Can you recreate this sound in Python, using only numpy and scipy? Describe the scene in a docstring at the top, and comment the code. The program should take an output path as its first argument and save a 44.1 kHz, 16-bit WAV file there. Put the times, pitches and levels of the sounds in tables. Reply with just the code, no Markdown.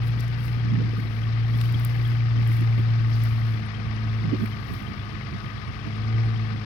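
"""A six-cylinder diesel pickup crawls over a field, dragging a shed: its cylinders clatter unevenly and
its exhaust booms as the load shifts the revs. Close by, feet swish through grass, stalks snap and wind
buffets the microphone. From 1.2 s the truck pulls into the open, its belt chirps and an insect ticks in
faint bouts. The hardest buffets hit near 4.3 s; the revs sag and the boom thins, until the exhaust
growls on a last pull at 6 s. The right microphone port is muffled throughout."""
import sys
import numpy as np
from scipy import signal
from scipy.fft import rfft, irfft
from scipy.io import wavfile
from scipy.ndimage import uniform_filter1d

SR = 44100
rng = np.random.default_rng(int(sys.argv[2]) if len(sys.argv) > 2 else 0)


def materialize(psi):
    """Save the field psi as 16-bit PCM at rate SR to the path in sys.argv[1].

    A 1-D psi becomes a single channel; in a 2-D psi each row is a channel.
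    """
    bounded = np.clip(np.atleast_2d(psi).T, -1, 1)
    quanta = np.round(bounded * 32767).astype(np.int16)
    wavfile.write(sys.argv[1], SR, quanta)


N = 293265
TIME = np.arange(N) / SR
FREQS = np.fft.rfftfreq(N, 1 / SR)
CYLINDERS, CRUISE_HZ = 6, 55  # firings per engine cycle; firings per second at cruise


def amp(db):
    """Decibels to gain."""
    return 10 ** (np.asarray(db) / 20)


def unit(x):
    """Scales to rms 1."""
    return x / np.sqrt(np.mean(x ** 2) + 1e-20)


def curve(points):
    """An automation curve through (time_s, value) points."""
    return np.interp(TIME, *np.transpose(points))


def colour(points):
    """An EQ curve through (freq_hz, gain_db) points."""
    hz, db = np.transpose(points)
    return amp(np.interp(np.log(FREQS + 1), np.log(hz + 1), db))


def noise(gain):
    """Noise of rms 1 with the given spectrum."""
    return unit(irfft(rfft(rng.standard_normal(N)) * gain, N))


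def drift(hz):
    """A random wobble of rms 1, up to about hz."""
    return noise(1 / (1 + (FREQS / hz) ** 4))


def add(mix, s, sound):
    """Mixes a sound in from time s."""
    part = mix[max(round(s * SR), 0):][:len(sound)]
    part += sound[:len(part)]


def chirps(rows, length_s, glide, rasp, gain_db=0):
    """Short rough whistles that rise by the share glide, from rows of time_s, level_db, pitch_hz."""
    out, t = np.zeros(N), np.arange(0, length_s, 1 / SR)
    for s, db, hz in rows:
        jitter = unit(uniform_filter1d(rng.standard_normal(len(t)), size=30))
        pitch = hz * (1 + glide * (t / length_s - .5) + rasp * jitter)
        whistle = np.sin(2 * np.pi * np.cumsum(pitch) / SR)
        add(out, s - length_s / 4, amp(db + gain_db) * np.hanning(len(t)) * whistle)
    return out


def puffs(rows, octaves, gain_db, size=16384):
    """Brief swells of band noise, from rows of time_s, level_db, half_length_s, centre_hz."""
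    out, t, f = np.zeros(N), (np.arange(size) - size / 2) / SR, np.fft.rfftfreq(size, 1 / SR)
    for s, db, half_s, hz in rows:
        band = (1 + (np.log2((f + 1) / hz) / octaves) ** 2 / 6) ** -3
        swell = np.exp(-.5 * (t / half_s) ** 2)
        puff = swell * irfft(rfft(rng.standard_normal(size)) * band)
        puff *= np.linalg.norm(swell) / np.linalg.norm(puff)
        add(out, s - size / 2 / SR, amp(db + gain_db) * puff)
    return out


def air(level_db=-69):
    """A faint, bright bed of open-air hiss."""
    # hiss colour: freq_hz, gain_db
    hiss_eq = [(500, -5.5), (7000, -7), (8500, 3.5), (9700, 3), (10500, -0.5), (13000, -9.5),
               (16000, -10.5)]
    return amp(level_db) * noise(colour(hiss_eq))


def insect(gap_s=0.2875, pitch_hz=9300, level_db=-61.5, scatter_db=5):
    """An insect gives thin, evenly spaced ticks in short bouts."""
    # bouts of ticking: start_s, end_s
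    bouts = [(1.26, 1.4), (3.655, 4.1), (5.095, 6.4)]
    times = np.concatenate([np.arange(start, end, gap_s) for start, end in bouts])
    ticks = [(s, rng.normal(level_db, scatter_db), pitch_hz * rng.normal(1, .012)) for s in times]
    return chirps(ticks, length_s=.035, glide=0.036, rasp=0.024)


def grass(stir_db=-87, gain_db=7, grain_db=3, crackles_per_s=80):
    """Blades brush in a clumped fizz with dry crackles, swelling over a faint stir as each foot sweeps."""
    # rustle colour: freq_hz, gain_db
    rustle_eq = [(2000, -22.5), (5000, -11), (8000, -9.5), (10500, -1.5), (13000, -.5), (15500, -3.5)]
    # foot sweeps: peak_s, relative_db, length_s
    swishes = [(0.071, -57.5, .06), (0.227, -61.5, 0.11), (0.457, -54.5, 0.09), (1.0, -65, 0.13),
               (1.16, -65, 0.24), (1.621, -56, .16), (1.852, -57.5, .22), (2.08, -60, .13),
               (2.537, -54.5, .14), (2.797, -68, 0.19), (3.25, -58, 0.25), (3.503, -63.5, 0.12),
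               (4.15, -74.5, .3), (4.449, -59.5, 0.12), (4.74, -60, .17), (5.0, -75, .2),
               (5.45, -71.5, 0.12)]
    power = amp(stir_db) ** 2
    for s, db, length in swishes:
        age = (TIME - s) / length
        swell = np.exp(-np.maximum(-age / 0.55, age / 0.63) ** 1.1)  # pointed top, slightly slower fall
        power += (amp(db) * swell) ** 2
    fizz = unit(rng.standard_normal(N) * amp(grain_db * drift(900)))
    onsets = rng.random(N) < crackles_per_s / SR
    crackles = onsets * amp(14 + 5 * np.minimum(rng.exponential(1, N), 3))
    rustle = unit(irfft(rfft(fizz + crackles) * colour(rustle_eq), N))
    return amp(gain_db) * np.sqrt(power) * rustle


def crunches(centre_hz=4700):
    """Dry stems crush underfoot in narrow puffs of noise."""
    # crushed stems: time_s, relative_db, half_length_s
    stems = [(.205, -41.5, 0.0074), (1.613, -41.5, 0.0055), (1.679, -49.5, 0.11), (3.135, -42, 0.016),
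             (3.233, -48, 0.062)]
    return puffs([(*row, centre_hz) for row in stems], octaves=0.21, gain_db=-1.5)


def snaps(decay_s=0.00069, octaves=0.61, gain_db=0.5, size=1024):
    """A dry stalk breaks with one sharp crack and a millisecond of splintering."""
    # breaking stalks: time_s, relative_db, centre_hz
    stalks = [(.197, -25, 13000), (.207, -21.5, 10000), (0.282, -31, 8000), (1.576, -25.5, 13100),
              (1.6142, -16, 2700), (1.6148, -24.5, 9550), (1.725, -24, 12000), (1.799, -21.5, 12950),
              (1.8496, -8.5, 14500), (2.476, -23, 13000), (2.611, -28, 11000), (3.238, -16, 14000),
              (4.46, -29, 12900), (4.738, -27, 14000)]
    out, t, f = np.zeros(N), np.arange(size) / SR, np.fft.rfftfreq(2 * size, 1 / SR)
    for s, db, hz in stalks:
        splinters = 0.18 * rng.standard_normal(size) * np.exp(-t / decay_s)
        burst = np.pad((t == 0) + splinters, (size, 0))
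        band = np.exp(-.5 * (np.log2((f + 1) / hz) / octaves) ** 2)
        crack = irfft(rfft(burst) * band)
        add(out, s - size / SR, amp(db + gain_db) * crack / abs(crack).max())
    return out


def buffets(gap_s=0.35, eddy_hz=189):
    """Eddies strike a port as dull thuds of a few cycles: a few strong ones, and small ones at random."""
    # strong eddies: time_s, relative_db, half_length_s, centre_hz
    strong = [(0.669, -26.5, 0.018, 183), (0.746, -22.5, 0.034, 160), (.812, -30, 0.0073, 320),
              (0.82, -24.5, 0.06, 176), (.935, -30.5, 0.0092, 270), (0.988, -25, 0.01, 181),
              (1.553, -28, 0.013, 166), (2.39, -28.5, 0.019, 196), (2.502, -28, 0.012, 170),
              (2.62, -27, 0.016, 200), (2.79, -24.5, 0.0095, 240), (4.262, -21, 0.021, 170),
              (4.337, -18, 0.015, 260), (4.423, -19.5, 0.016, 218), (4.716, -27.5, 0.021, 163),
              (5.341, -29, 0.014, 158)]
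    small = [((k + .5 + .5 * late) * gap_s, -36.5 + 4 * strength, 0.017, eddy_hz)
             for k, (late, strength) in enumerate(rng.uniform(-1, 1, size=(24, 2)))]
    return puffs(strong + small, octaves=0.4, gain_db=-0.8)


def wind(breeze_db, lumps_db=4.5, rumble_db=-58):
    """Lumpy turbulence over a deep rumble at one microphone port."""
    # turbulence colour: freq_hz, gain_db
    breeze_eq = [(20, -21), (40, -6.5), (75, 4), (130, 0), (220, -5.5), (320, -11), (500, -25), (900, -38),
                 (2000, -58)]
    rumble = noise(colour([(15, -18), (30, -6.5), (45, -6), (90, -11.5), (300, -63)]))
    turbulence = unit(noise(colour(breeze_eq)) * amp(lumps_db * drift(15)))
    return amp(rumble_db) * rumble + amp(breeze_db) * turbulence


def ride(rate, gain_db, db_per_hz, near_share):
    """The fader of one engine part: it rides the firing rate and the truck's nearness."""
    # the truck pulls into the open: time_s, gain_db
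    nearness = [(0.0, -2.5), (1.15, -2.5), (1.6, -0.86), (2.5, 0.1), (6.65, 0.5)]
    return amp(gain_db + db_per_hz * (rate - CRUISE_HZ) + near_share * curve(nearness))


def on_crank(firings, every, offset, db, scatter_db, hz, spread):
    """Rows of time_s, level_db, pitch_hz for a sound that returns every few firings."""
    times = TIME[1:][np.diff((firings + offset) // every) > 0]
    accent, detune = rng.standard_normal((len(times), 2)).T
    return np.transpose([times, db + scatter_db * accent, hz * (1 + spread * detune)])


def belt(firings, rate, pitch_hz=3190, pitch_per_rate=32):
    """The belt squeaks faintly once a cycle; its occasional louder chirps are higher at higher revs."""
    # louder chirps: time_s, relative_db
    accents = [(1.537, -43), (1.743, -37.5), (2.05, -38.5), (2.4668, -46), (3.745, -44.5), (4.5226, -46),
               (4.8662, -42)]
    squeaks = on_crank(firings, every=CYLINDERS, offset=0.98, db=-47.5, scatter_db=1, hz=3175,
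                       spread=0.045)
    pitch = pitch_hz + pitch_per_rate * (rate - CRUISE_HZ)
    loud = [(s, db, np.interp(s, TIME, pitch)) for s, db in accents]
    return chirps([*squeaks, *loud], length_s=.016, glide=0.083, rasp=0.019, gain_db=6.5)


def crank_ticks(firings, rate):
    """A bright metal tick at each turn of the crank."""
    ticks = on_crank(firings, every=3, offset=1.8, db=-36.5, scatter_db=2, hz=2180, spread=.04)
    fader = ride(rate, 0.5, db_per_hz=0.3, near_share=1.7)
    return fader * chirps(ticks, length_s=.009, glide=0, rasp=.03)


def knocking(firings, rise_s=0.0021, ring_s=0.0042, scatter_db=0.9, gears=0.35, valve=0.55):
    """Force on the block: each firing knocks and a valve shuts midway to the next, over steady gears."""
    # each cylinder's knock, in firing order: relative_db
    knocks = [-8, -3, -3, -14, -3.5, -8.5]
    count = firings.astype(int)
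    strength = amp(np.array(knocks)[count % CYLINDERS] + scatter_db * rng.standard_normal(1000)[count])
    since_s = (np.array([firings, firings + .5]) % 1) / np.gradient(firings) / SR
    knock, tap = np.exp(-since_s / ring_s) * (1 - np.exp(-since_s / rise_s))
    return np.sqrt(gears + strength ** 2 * (2 * knock + valve * tap))


def sheet_ring(force, rate):
    """A close pair of sheet-metal modes, kept singing by the knocks."""
    modes = [(1225.7, 67, -1.0), (1159, 140, -2.5)]  # pitch_hz, width_hz, gain_db
    response = sum(amp(db) / (1 + 2j * (FREQS - hz) / width) ** 2 for hz, width, db in modes)
    ring = unit(irfft(rfft(force ** 2 * rng.standard_normal(N)) * response, N))
    return ride(rate, -46.5, db_per_hz=-0.55, near_share=1.7) * ring


def clatter(force, rate, patchy_db=1.37):
    """Knocks shake the block, each band a little differently every time; gives direct and scattered."""
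    # engine block colour: freq_hz, gain_db
    block_eq = [(240, -26), (400, -4.5), (441, -6.5), (600, -9), (670, -6), (888, -5.5), (1030, -6),
                (1210, 0), (1360, -3.5), (2020, -1), (2850, -6.5), (3300, -8.5), (3590, -9.5), (5260, -12),
                (7500, -37.5), (9750, -63), (16500, -120)]
    # ringing engine panels: pitch_hz, width_hz, lift_db
    panels = [(671, 55, 4.5), (780, 19, 3.5), (1260, 200, 0), (1530, 50, 4), (1733, 23, 4.5),
              (1930, 100, 2), (3050, 90, -0.5), (5400, 540, 0)]
    lift_db = sum(db / (1 + (2 * (FREQS - hz) / width) ** 2) for hz, width, db in panels)
    body = colour(block_eq) * amp(lift_db)
    band = np.digitize(FREQS, [1000, 1600, 2400, 3400, 4600])
    spectra = 0
    for k in np.unique(band):
        blows = force * amp(patchy_db * drift(82)) * rng.standard_normal((2, N))
        spectra += rfft(blows) * body * (band == k)
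    return ride(rate, -38, db_per_hz=0.17, near_share=0.36) * unit(irfft(spectra, N))


def roar(level_db=-41):
    """A steady low roar beneath the engine's tones."""
    # roar colour: freq_hz, gain_db
    roar_eq = [(20, -17.5), (45, -6.5), (90, 11.5), (230, -1.5), (330, -4.5), (480, -8), (620, -19.5),
               (1200, -44)]
    return amp(level_db) * noise(colour(roar_eq))


def pipe(hz, centre_hz, width_hz):
    """Gain of an exhaust pipe resonance for a tone at hz."""
    return 1 / (1 + (2 * (hz - centre_hz) / width_hz) ** 2)


def partials(rows, phase, waver, waver_hz):
    """Wavering harmonics of the whole engine cycle, locked to the firing phase."""
    return sum(amp(db) * (1 + waver * drift(waver_hz))
               * np.sin(order * phase / CYLINDERS + 2 * np.pi * rng.random()) for order, db in rows)


def exhaust(firings, rate, throb=0.052, growl_gain_db=1.5):
    """Clean tones boom as the revs pass the pipe's resonances; unequal cylinders add tones between."""
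    # weaker exhaust tones: cycle_multiple, level_db
    uneven_tones = [(8, -65.5), (9, -54.5), (10, -52.5), (13, -60), (14, -47.5), (15, -43), (16, -50.5),
                    (18, -46.5), (21, -62), (22, -58), (27, -58.5), (32, -53.5), (44, -66.5)]
    # growl under throttle: cycle_multiple, relative_db
    growl_tones = [(25, -13), (26, -25.5), (33, -19.5), (36, -14.5), (39, -17), (42, -24.5), (48, -16.5),
                   (51, -22.5), (54, -19.5), (60, -24.5), (78, -19), (84, -17.5)]
    # the exhaust opens up on the last pull: time_s, relative_db
    growl_swell = [(0.0, -45), (3.4, -45.5), (5.7, -47.5), (6.15, -36.5), (6.65, -40.5)]
    phase = 2 * np.pi * firings
    bass = ride(rate, -44, db_per_hz=0.7, near_share=-0.3) * np.sin(phase)
    boom = ride(rate, -20.5, db_per_hz=0.49, near_share=1) * np.sin(2 * phase)
    boom *= pipe(2 * rate, centre_hz=114.36, width_hz=9.74) * (1 + throb * drift(5.7))
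    octave = ride(rate, -38.5, db_per_hz=0, near_share=1.3) * np.sin(4 * phase)
    octave *= pipe(4 * rate, centre_hz=218.5, width_hz=22.5)
    growl = partials(growl_tones, phase, waver=0.27, waver_hz=14)
    growl *= amp(curve(growl_swell) + growl_gain_db)
    uneven = partials(uneven_tones, phase, waver=0.25, waver_hz=1.6)
    return np.sqrt(2) * (bass + boom + octave + growl + uneven)


def scene(alike_hz=2800):
    """Truck and field reach the left port first; the right port hears them dulled and late."""
    # engine speed, sagging whenever the shed digs in: time_s, firing_hz
    revs = [(0.0, 57.9), (0.45, 59.3), (0.75, 57.7), (1.08, 55.1), (1.55, 57.7), (1.95, 58.7), (2.5, 57.2),
            (3.47, 56.3), (3.71, 53.1), (3.88, 54.2), (4.15, 55.3), (4.48, 54.2), (4.72, 51.0), (5.1, 51.6),
            (5.75, 51.4), (6.2, 56.6), (6.4, 55.3), (6.65, 53.0)]
    # muffling of the right port: freq_hz, gain_db
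    muffle_eq = [(60, 2), (115, -1.5), (250, -5), (400, -10), (700, -14), (1250, -17), (1600, -23),
                 (2000, -21.5), (2900, -29.5), (3700, -23.5), (5000, -37.5), (8000, -25.5), (15000, -29.5)]
    # right port behind the left: freq_hz, lag_rad
    lag = [(0, 0.84), (113, 0.58), (330, 0.9), (1250, 1.6), (2000, 3.7), (3400, 8.1), (5200, 14),
           (16000, 69)]
    rate = curve(revs)
    firings = np.cumsum(rate) / SR
    force = knocking(firings)
    direct, scattered = clatter(force, rate)
    shared = exhaust(firings, rate) + roar() + sheet_ring(force, rate)
    shared += crank_ticks(firings, rate) + belt(firings, rate)
    shared += snaps() + crunches() + insect()
    fade = signal.windows.tukey(N, .001)
    left = shared + direct + grass() + air()
    right_spectrum = rfft(fade * shared + grass() + air())
    alike = 1 / (1 + (FREQS / alike_hz) ** 3)  # short waves differ between the ports
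    right_spectrum += alike * rfft(direct) + np.sqrt(1 - alike ** 2) * rfft(scattered)
    delay = np.exp(-1j * np.interp(FREQS, *np.transpose(lag)))
    right = irfft(right_spectrum * colour(muffle_eq) * delay, N)
    left += wind(breeze_db=-45) + amp(-15) * buffets()
    right += wind(breeze_db=-36.5) + buffets()  # this port faces the wind
    return fade * np.array([left, right])


def record(dry, edge_hz=16500):
    """A steep low-pass trims the very top of the treble."""
    lowpass = signal.firwin(511, edge_hz, window=("kaiser", 9), fs=SR)
    return signal.oaconvolve(dry, lowpass[None], "same")


dry = scene()
out = record(dry)
materialize(out)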